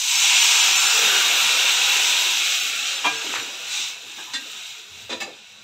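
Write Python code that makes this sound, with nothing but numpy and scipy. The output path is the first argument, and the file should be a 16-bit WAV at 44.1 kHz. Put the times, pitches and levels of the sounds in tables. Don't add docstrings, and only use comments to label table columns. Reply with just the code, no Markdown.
import sys
import numpy as np
from scipy import signal
from scipy.fft import rfft, irfft
from scipy.io import wavfile
from scipy.ndimage import uniform_filter1d

SR = 44100
rng = np.random.default_rng(int(sys.argv[2]) if len(sys.argv) > 2 else 0)


def to_linear_factor(level_db):
    exponent = np.asarray(level_db, float) / 20
    return 10 ** exponent


def pcm_store(signal):
    levels = np.round(np.clip(np.atleast_2d(signal), -1, 1) * 32767)
    wavfile.write(sys.argv[1], SR, levels.astype(np.int16).T)


N = 248326


def sizzle():
    shaking = rng.standard_normal(N)
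    upper = fizz() + pan_wall(shaking) + rim(shaking) + simmer() + spray() + hiss()
    swarms = uniform_filter1d(rng.exponential(1, N) - 1, size=1800)
    swarms = evened(uniform_filter1d(swarms, size=900))
    return upper * to_linear_factor(0.3 * swarms) + hum(shaking)


# pitch_hz, level_db (per Hz)
FIZZ = [(1150, -28), (1950, -13), (2190, -8), (2700, 1.5), (3040, -2.5), (3860, 0), (4500, -13),
        (5850, -16), (9900, -120)]


def fizz():
    return bubbles(FIZZ, per_s=6000, size_db=3.5, steam=2.2, patchy_db=0.26, streaky_db=2.0) * answer()


# pitch_hz, level_db (per Hz)
HISS = [(2590, -26), (4400, -7), (5360, -3.5), (5920, 0.5), (6600, -1.5), (7110, -0.5), (8350, -7),
        (9500, -25), (12400, -80), (20900, -120)]


def hiss():
    film = to_linear_factor(2.5 / (1 + np.exp((seconds() - 1.0) / 0.033)))
    level = answer(over_db=-4, decline=1.0636, lapped=1.36, stirred_db=-.5, splash_db=6.5)
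    return bubbles(HISS, per_s=6000, size_db=3.5, steam=1.8, patchy_db=0.63, streaky_db=1.45) * level * film


# pitch_hz, width_hz, level_db
PAN_MODES = [(834, 12, -25.5), (1274, 18, -33), (1340, 11, -44), (1594, 40, -24.5), (2160, 35, -35),
             (2226, 35, -16.5), (2439, 17, -15), (2625, 49, -13.5), (2886, 15, -27), (3670, 54, -24),
             (5060, 8.7, -23.5), (5820, 30, -17.5)]


def pan_wall(shaking):
    return answer() * sum(to_linear_factor(db) * evened(resonate(shaking, hz, width_hz)) for hz, width_hz, db in PAN_MODES)


def rim(shaking):
    level = answer(over_db=-16, decline=0.66, lapped=1.83, stirred_db=-5.5, splash_db=11)
    return evened(resonate_twice(shaking, 3794, 480)) * level


# pitch_hz, level_db (per Hz)
SIMMER = [(600, -40), (720, -9), (800, -5), (850, -22), (1060, -22), (1120, -5), (1460, 0), (1960, -7),
          (2150, -30)]


def simmer():
    level = answer(over_db=-21, decline=0.93, lapped=0.6, stirred_db=12, splash_db=1.5)
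    return bubbles(SIMMER, per_s=1500, size_db=1.0, steam=1.4, patchy_db=0.3, streaky_db=3.0) * level


# pitch_hz, level_db (per Hz)
SPRAY = [(8600, -30), (9300, -12), (9600, -13), (10300, -7.5), (11500, -4), (12000, 0), (12500, -4.5),
         (13200, -6), (15000, -5), (15900, -7)]
# start_s, level_db
SETTLES = [
    (2.78, -6),
    (5.28, -6),
]


def spray():
    calm = to_linear_factor(sum(db / (1 + np.exp((s - seconds()) / .05)) for s, db in SETTLES))
    level = answer(over_db=-22, decline=0.75, lapped=0.9, stirred_db=5, splash_db=10)
    return bubbles(SPRAY, per_s=3700, size_db=4.0, steam=1.6, patchy_db=-2.0, streaky_db=1.5) * level * calm


def hum(shaking):
    damped_s, damped_for_s, damped_db = 2.67, 0.25, -23
    damped = to_linear_factor(damped_db * np.exp(-((seconds() - damped_s) / damped_for_s) ** 4))
    level = answer(over_db=-17.5, decline=1.03, lapped=0.72, stirred_db=0, splash_db=-0.5)
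    return evened(resonate_twice(shaking, 956, 205)) * level * damped


def bubbles(spectrum, per_s, size_db, steam, patchy_db, streaky_db):
    bursts = (rng.random(N) < per_s / SR) * rng.standard_normal(N)
    bursts *= to_linear_factor(size_db * np.minimum(rng.exponential(1, N), 3))
    source = evened(bursts) + steam * rng.standard_normal(N)
    hz, t, z = signal.stft(source, SR, nperseg=2048, noverlap=1536)
    broad = patches(z.shape, bins=24, frames=6)
    narrow = patches(z.shape, bins=3, frames=14)
    f, db = np.transpose(spectrum)
    colour_db = np.interp(np.log(hz + 1), np.log(f), db, left=-120, right=-120)[:, None]
    z = z * to_linear_factor(colour_db + patchy_db * broad + streaky_db * narrow)
    return evened(signal.istft(z, SR, nperseg=2048, noverlap=1536)[1][:N])


def patches(shape, bins, frames):
    field = uniform_filter1d(rng.standard_normal(shape), bins, axis=0)
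    return evened(uniform_filter1d(field, frames, axis=1))


# start_s, level_db
BOIL = [(0, -30), (.13, -22.5), (.34, -17.5), (.62, -18), (.75, -19.5), (.85, -19), (1.5, -20), (2.13, -20),
        (2.36, -22.5), (2.54, -22), (2.75, -28), (3.03, -30), (3.3, -29.5), (3.6, -35.5), (4.0, -41.5),
        (4.88, -46), (5.63, -47.5)]
# start_s, share (0-1)
STIR = [(0, 0), (.14, 0.2), (.55, 0.62), (.8, 0.7), (1.15, 0.96), (1.6, 0.77), (2.4, 0.52), (3.1, 0.76),
        (5.63, 0.71)]


def answer(over_db=0, decline=1, lapped=1, stirred_db=0, splash_db=0):
    full_boil_db, splash_s = -16.5, 0.13
    boil_db = full_boil_db + decline * (along(BOIL) - full_boil_db) + lapped * laps()
    splash = np.exp(-seconds() / splash_s)
    return to_linear_factor(over_db + boil_db + stirred_db * along(STIR) + splash_db * splash)


# peak_s, level_db, swell_s, ebb_s
LAPS = [
    (2.89, 2.5, 0.13, 0.093),
    (3.36, 1, 0.068, 0.032),
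    (3.771, 10, 0.099, 0.16),
    (4.21, 3, 0.17, 0.046),
    (4.6, 6.5, 0.33, 0.23),
    (5.0, 4.5, 0.097, 0.074),
]


def laps():
    t = seconds()
    total_db = np.zeros(N)
    for s, db, swell, ebb in LAPS:
        distance = np.where(t < s, ((s - t) / swell) ** 2, (abs(t - s) / ebb) ** 4)
        total_db += db * np.exp(-distance)
    return total_db


# pitch_hz, level_db (first moments), t60_s
BOWL = [(300, -21, .15), (447, -24, .4), (780, -8, .05), (980, 0, .11), (1174, -6, .09), (1620, -15, .45),
        (2400, -1, .1), (2700, -9, .06), (3200, -6, .06)]
# start_s, level_db, rise_s, hold_s, t60_s
BOWL_HITS = [
    (3.041, -29, 0.0018, 0.012, 0.15),
    (3.047, -25.5, 0.0056, 0.023, 0.12),
]


def bowl():
    return rattle(BOWL, BOWL_HITS, clatter_db=-2, tilt_db=-4)


# pitch_hz, level_db (first moments), t60_s
SPOON = [(270, -16, .14), (1600, -11, .12), (1884, -4, .09), (2175, -12, .09), (2760, -8, .06),
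         (3553, -3, .05), (4100, -2, .04), (4662, -7, .05), (7400, -11, .05), (9410, -16, .06)]
# start_s, level_db, rise_s, hold_s, t60_s
SPOON_HITS = [
    (4.3354, -34, 0.00025, 0.0078, 0.086),
    (4.345, -35.5, 0.0039, 0.017, 0.098),
]


def spoon():
    return rattle(SPOON, SPOON_HITS, clatter_db=1, tilt_db=1.6)


# pitch_hz, level_db (first moments), t60_s
LID = [(250, -13, .1), (340, -8, .1), (441, -11, .12), (522, -7, .18), (650, -12, .08), (964, -12, .08),
       (1803, -12, .06), (2460, -7, .05), (3560, -3, .05), (3962, -6, .07), (4770, -13, .04)]
# start_s, level_db, rise_s, hold_s, t60_s
LID_HITS = [
    (5.092, -35.5, .004, 0.034, 0.27),
    (5.121, -39.5, 0.006, 0.011, 0.061),
]


def lid():
    return rattle(LID, LID_HITS, clatter_db=2, tilt_db=-1.5)


# pitch_hz, level_db (first moments), t60_s
PLATE = [(205, -13, .14), (350, -14, .14), (598, -12, .12), (791, -8, .08), (1190, -13, .08),
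         (1760, -5, .07), (2196, -6, .07), (2622, -2, .12), (3994, -10, .05), (4800, -9, .04),
         (7111, -11, .04)]
# start_s, level_db, rise_s, hold_s, t60_s
PLATE_HITS = [
    (5.201, -33, 0.0025, 0.03, 0.09),
    (5.234, -49, 0.0049, 0.019, 0.31),
]


def plate():
    return rattle(PLATE, PLATE_HITS, clatter_db=1, tilt_db=.6)


def rattle(modes, hits, clatter_db, tilt_db):
    track = np.zeros(N)
    for s, *contact in hits:
        add(track, s, knock(modes, clatter_db, tilt_db, *contact))
    return track


# pitch_hz, level_db
COUNTER = [(60, -33), (200, -9), (500, -14.5), (1000, -5.5), (1900, -3.5), (2700, -1.5), (3900, 1.5),
           (4500, -11), (6500, -4), (8400, -14), (9600, -42), (15700, -7)]


def knock(modes, clatter_db, tilt_db, db, rise, hold, t60):
    contact = blow(rise, hold, t60)
    rung = sum(to_linear_factor(level_db) * levelled(resonate(contact, hz, 2.2 / decay)) for hz, level_db, decay in modes)
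    hz = np.fft.rfftfreq(SR, 1 / SR) + 1
    f, colour_db = np.transpose(COUNTER)
    colour_db = np.interp(np.log(hz), np.log(f), colour_db)
    colour_db += tilt_db * np.log2(np.maximum(hz, 700) / 2000)
    clatter = levelled(irfft(rfft(contact) * to_linear_factor(colour_db), SR))
    return to_linear_factor(db) * (rung + to_linear_factor(clatter_db) * clatter)


# start_s, level_db, pitch_hz, t60_s
RINGS = [
    (3.11, -37, 450, 0.68),
    (3.055, -32, 1620, .55),
    (3.054, -39, 2374, 0.36),
    (4.34, -43, 1884, .2),
    (4.345, -51, 1600, .25),
    (5.21, -44, 2622, 0.22),
    (5.212, -45, 1760, .15),
]


def rings():
    track, t = np.zeros(N), np.arange(SR) / SR
    for s, db, hz, t60 in RINGS:
        swell = 1 - np.exp(-t / 0.013)
        tone = np.sqrt(2) * np.sin(2 * np.pi * hz * t)
        add(track, s, to_linear_factor(db - 60 * t / t60) * swell * tone)
    return track


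# start_s, level_db, pitch_hz, width_hz, t60_s
BUMPS = [(1.02, -48.5, 187, 120, 0.24), (3.235, -42, 318, 258, 0.85), (3.338, -34, 1140, 1000, 0.013),
         (3.346, -29, 1280, 2000, 0.19), (3.4, -46, 324, 250, 0.4), (4.03, -60, 282, 150, 1),
         (3.76, -55.5, 332, 200, .4), (4.17, -51.5, 300, 200, 0.35), (4.18, -44, 870, 402, 0.13),
         (4.18, -45.5, 1650, 200, 0.13), (4.268, -47.5, 950, 152, 0.38), (4.4, -53.5, 293, 120, 0.17),
         (5.232, -42, 2580, 120, .13), (5.255, -41.5, 390, 450, 0.26), (3.1, -54, 138, 80, 0.34),
         (3.359, -56, 113, 70, 0.28), (3.402, -42, 1300, 1500, 0.01), (4.33, -71, 91, 60, .25),
         (5.325, -50, 3600, 500, 0.06)]
# start_s, level_db
GLINTS = [
    (3.053, -53),
    (4.335, -64),
    (5.203, -53),
]


def bumps():
    track = np.zeros(N)
    for s, db, hz, width_hz, t60 in BUMPS:
        rise = .013 * (1 - np.exp(-t60 / .2))
        add(track, s, bump(db, hz, width_hz, rise, t60))
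    for s, db in GLINTS:
        add(track, s, bump(db, hz=14000, width_hz=6500, rise=.002, t60=.12))
    add(track, 4.87, bump(db=-69, hz=88, width_hz=60, rise=.15, t60=1.3))
    return track


def bump(db, hz, width_hz, rise, t60):
    return to_linear_factor(db) * levelled(resonate_twice(blow(rise, 0, t60), hz, width_hz))


def blow(rise, hold, t60):
    t = np.arange(SR) / SR
    decay = to_linear_factor(-60 * np.maximum(t - hold, 0) / t60)
    return rng.standard_normal(SR) * (1 - np.exp(-t / rise)) * decay


# pitch_hz, level_db (per Hz)
RUMBLE = [(82, -36), (140, -24), (195, -16.5), (295, -10), (428, -3), (607, -4.5), (720, -2), (940, -24),
          (1580, -120)]


def slosh():
    level = answer(over_db=-35.5, decline=0.7, lapped=-0.2, stirred_db=15.5, splash_db=-13)
    return bubbles(RUMBLE, per_s=440, size_db=5.5, steam=2.1, patchy_db=1.5, streaky_db=4.5) * level


# pitch_hz, level_db (per Hz)
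BURNER = [(12, -60), (20, -31), (86, -13), (119, 1.5), (156, -21), (200, 1), (260, -9.5), (440, -120)]


def flame():
    drift_db = along([(0, -2), (.5, 6), (2.5, -3.5), (5.6, 1)])
    tone = bubbles(BURNER, per_s=100, size_db=-8.0, steam=2.5, patchy_db=2.5, streaky_db=2.5)
    return tone * to_linear_factor(-65.5 + drift_db)


def kitchen(x, t60):
    taps = np.zeros(SR // 2)
    at = np.arange(200, SR // 2 - 20, 20)
    signs = rng.choice([-1., 1.], len(at))
    taps[at + rng.integers(0, 20, len(at))] = signs * to_linear_factor(-60 * at / SR / t60)
    return signal.fftconvolve(x, taps / np.linalg.norm(taps))[:N]


def resonate(x, hz, width_hz):
    r = np.exp(-np.pi * width_hz / SR)
    return signal.lfilter([1 - r, 0, r - 1], [1, -2 * r * np.cos(2 * np.pi * hz / SR), r ** 2], x)


def resonate_twice(x, hz, width_hz):
    return resonate(resonate(x, hz, width_hz), hz, width_hz)


def evened(x):
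    return x / np.sqrt(np.mean(x ** 2) + 1e-20)


def levelled(x):
    return x / x[:SR // 25].std()


def seconds():
    return np.arange(N) / SR


def along(rows):
    return np.interp(seconds(), *np.transpose(rows))


def add(mix, s, sound):
    part = mix[round(s * SR):][:len(sound)]
    part += sound[:len(part)]


def scene():
    knocks = bowl() + spoon() + lid() + plate() + rings()
    knocks = signal.sosfilt(signal.butter(4, [190, 9000], "band", fs=SR, output="sos"), knocks)
    knocks += bumps()
    mono = sizzle() + knocks + to_linear_factor(-11) * kitchen(knocks, t60=.28) + slosh() + flame()
    return np.array([mono, mono])


# start_s, low_hz, high_hz
FLIPPED = [(.345, 10500, 12000), (.345, 14300, 15000), (.368, 14300, 15000), (.39, 9800, 10500),
           (1.762, 10600, 11300), (1.762, 14300, 16000), (1.762, 12900, 13500), (1.785, 12700, 13500),
           (1.808, 9000, 9800), (1.808, 13500, 14300), (1.808, 15100, 16000)]


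def spread_treble(mono):
    hz, t, z = signal.stft(mono, SR, nperseg=512, noverlap=448)
    z = z * (hz < 15740)[:, None]
    when, where = rng.random((24, 2)).T
    lows = 4300 * (12500 / 4300) ** where
    moves = [(s, f, f * 2 ** .4, .5) for s, f in zip(when ** 1.1 * N / SR, lows)]
    moves += [(*row, .97) for row in FLIPPED]
    share = np.zeros(z.shape)
    for s, low_hz, high_hz, part in moves:
        centre = (889 + 1024 * round((s * SR - 889) / 1024)) / SR
        moment = np.clip(2 - abs(t - centre) / .009, 0, 1)
        band = (hz > low_hz) & (hz < high_hz)
        share = np.maximum(share, part * np.outer(band, moment))
    mid = signal.istft(z * np.sqrt(1 - share), SR, nperseg=512, noverlap=448)[1][:N]
    side = signal.istft(1j * z * np.sqrt(share), SR, nperseg=512, noverlap=448)[1][:N]
    return np.array([mid + side, mid - side])


def low_pass(x):
    return signal.sosfilt(signal.butter(12, 16930, fs=SR, output="sos"), x)


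def record(dry):
    thin = signal.sosfilt(signal.butter(2, 55, "high", fs=SR, output="sos"), dry.mean(0))
    limited = 1.3 * np.tanh(thin / 1.3)
    mix = spread_treble(limited)
    return low_pass(mix)


dry = scene()
out = record(dry)
pcm_store(out)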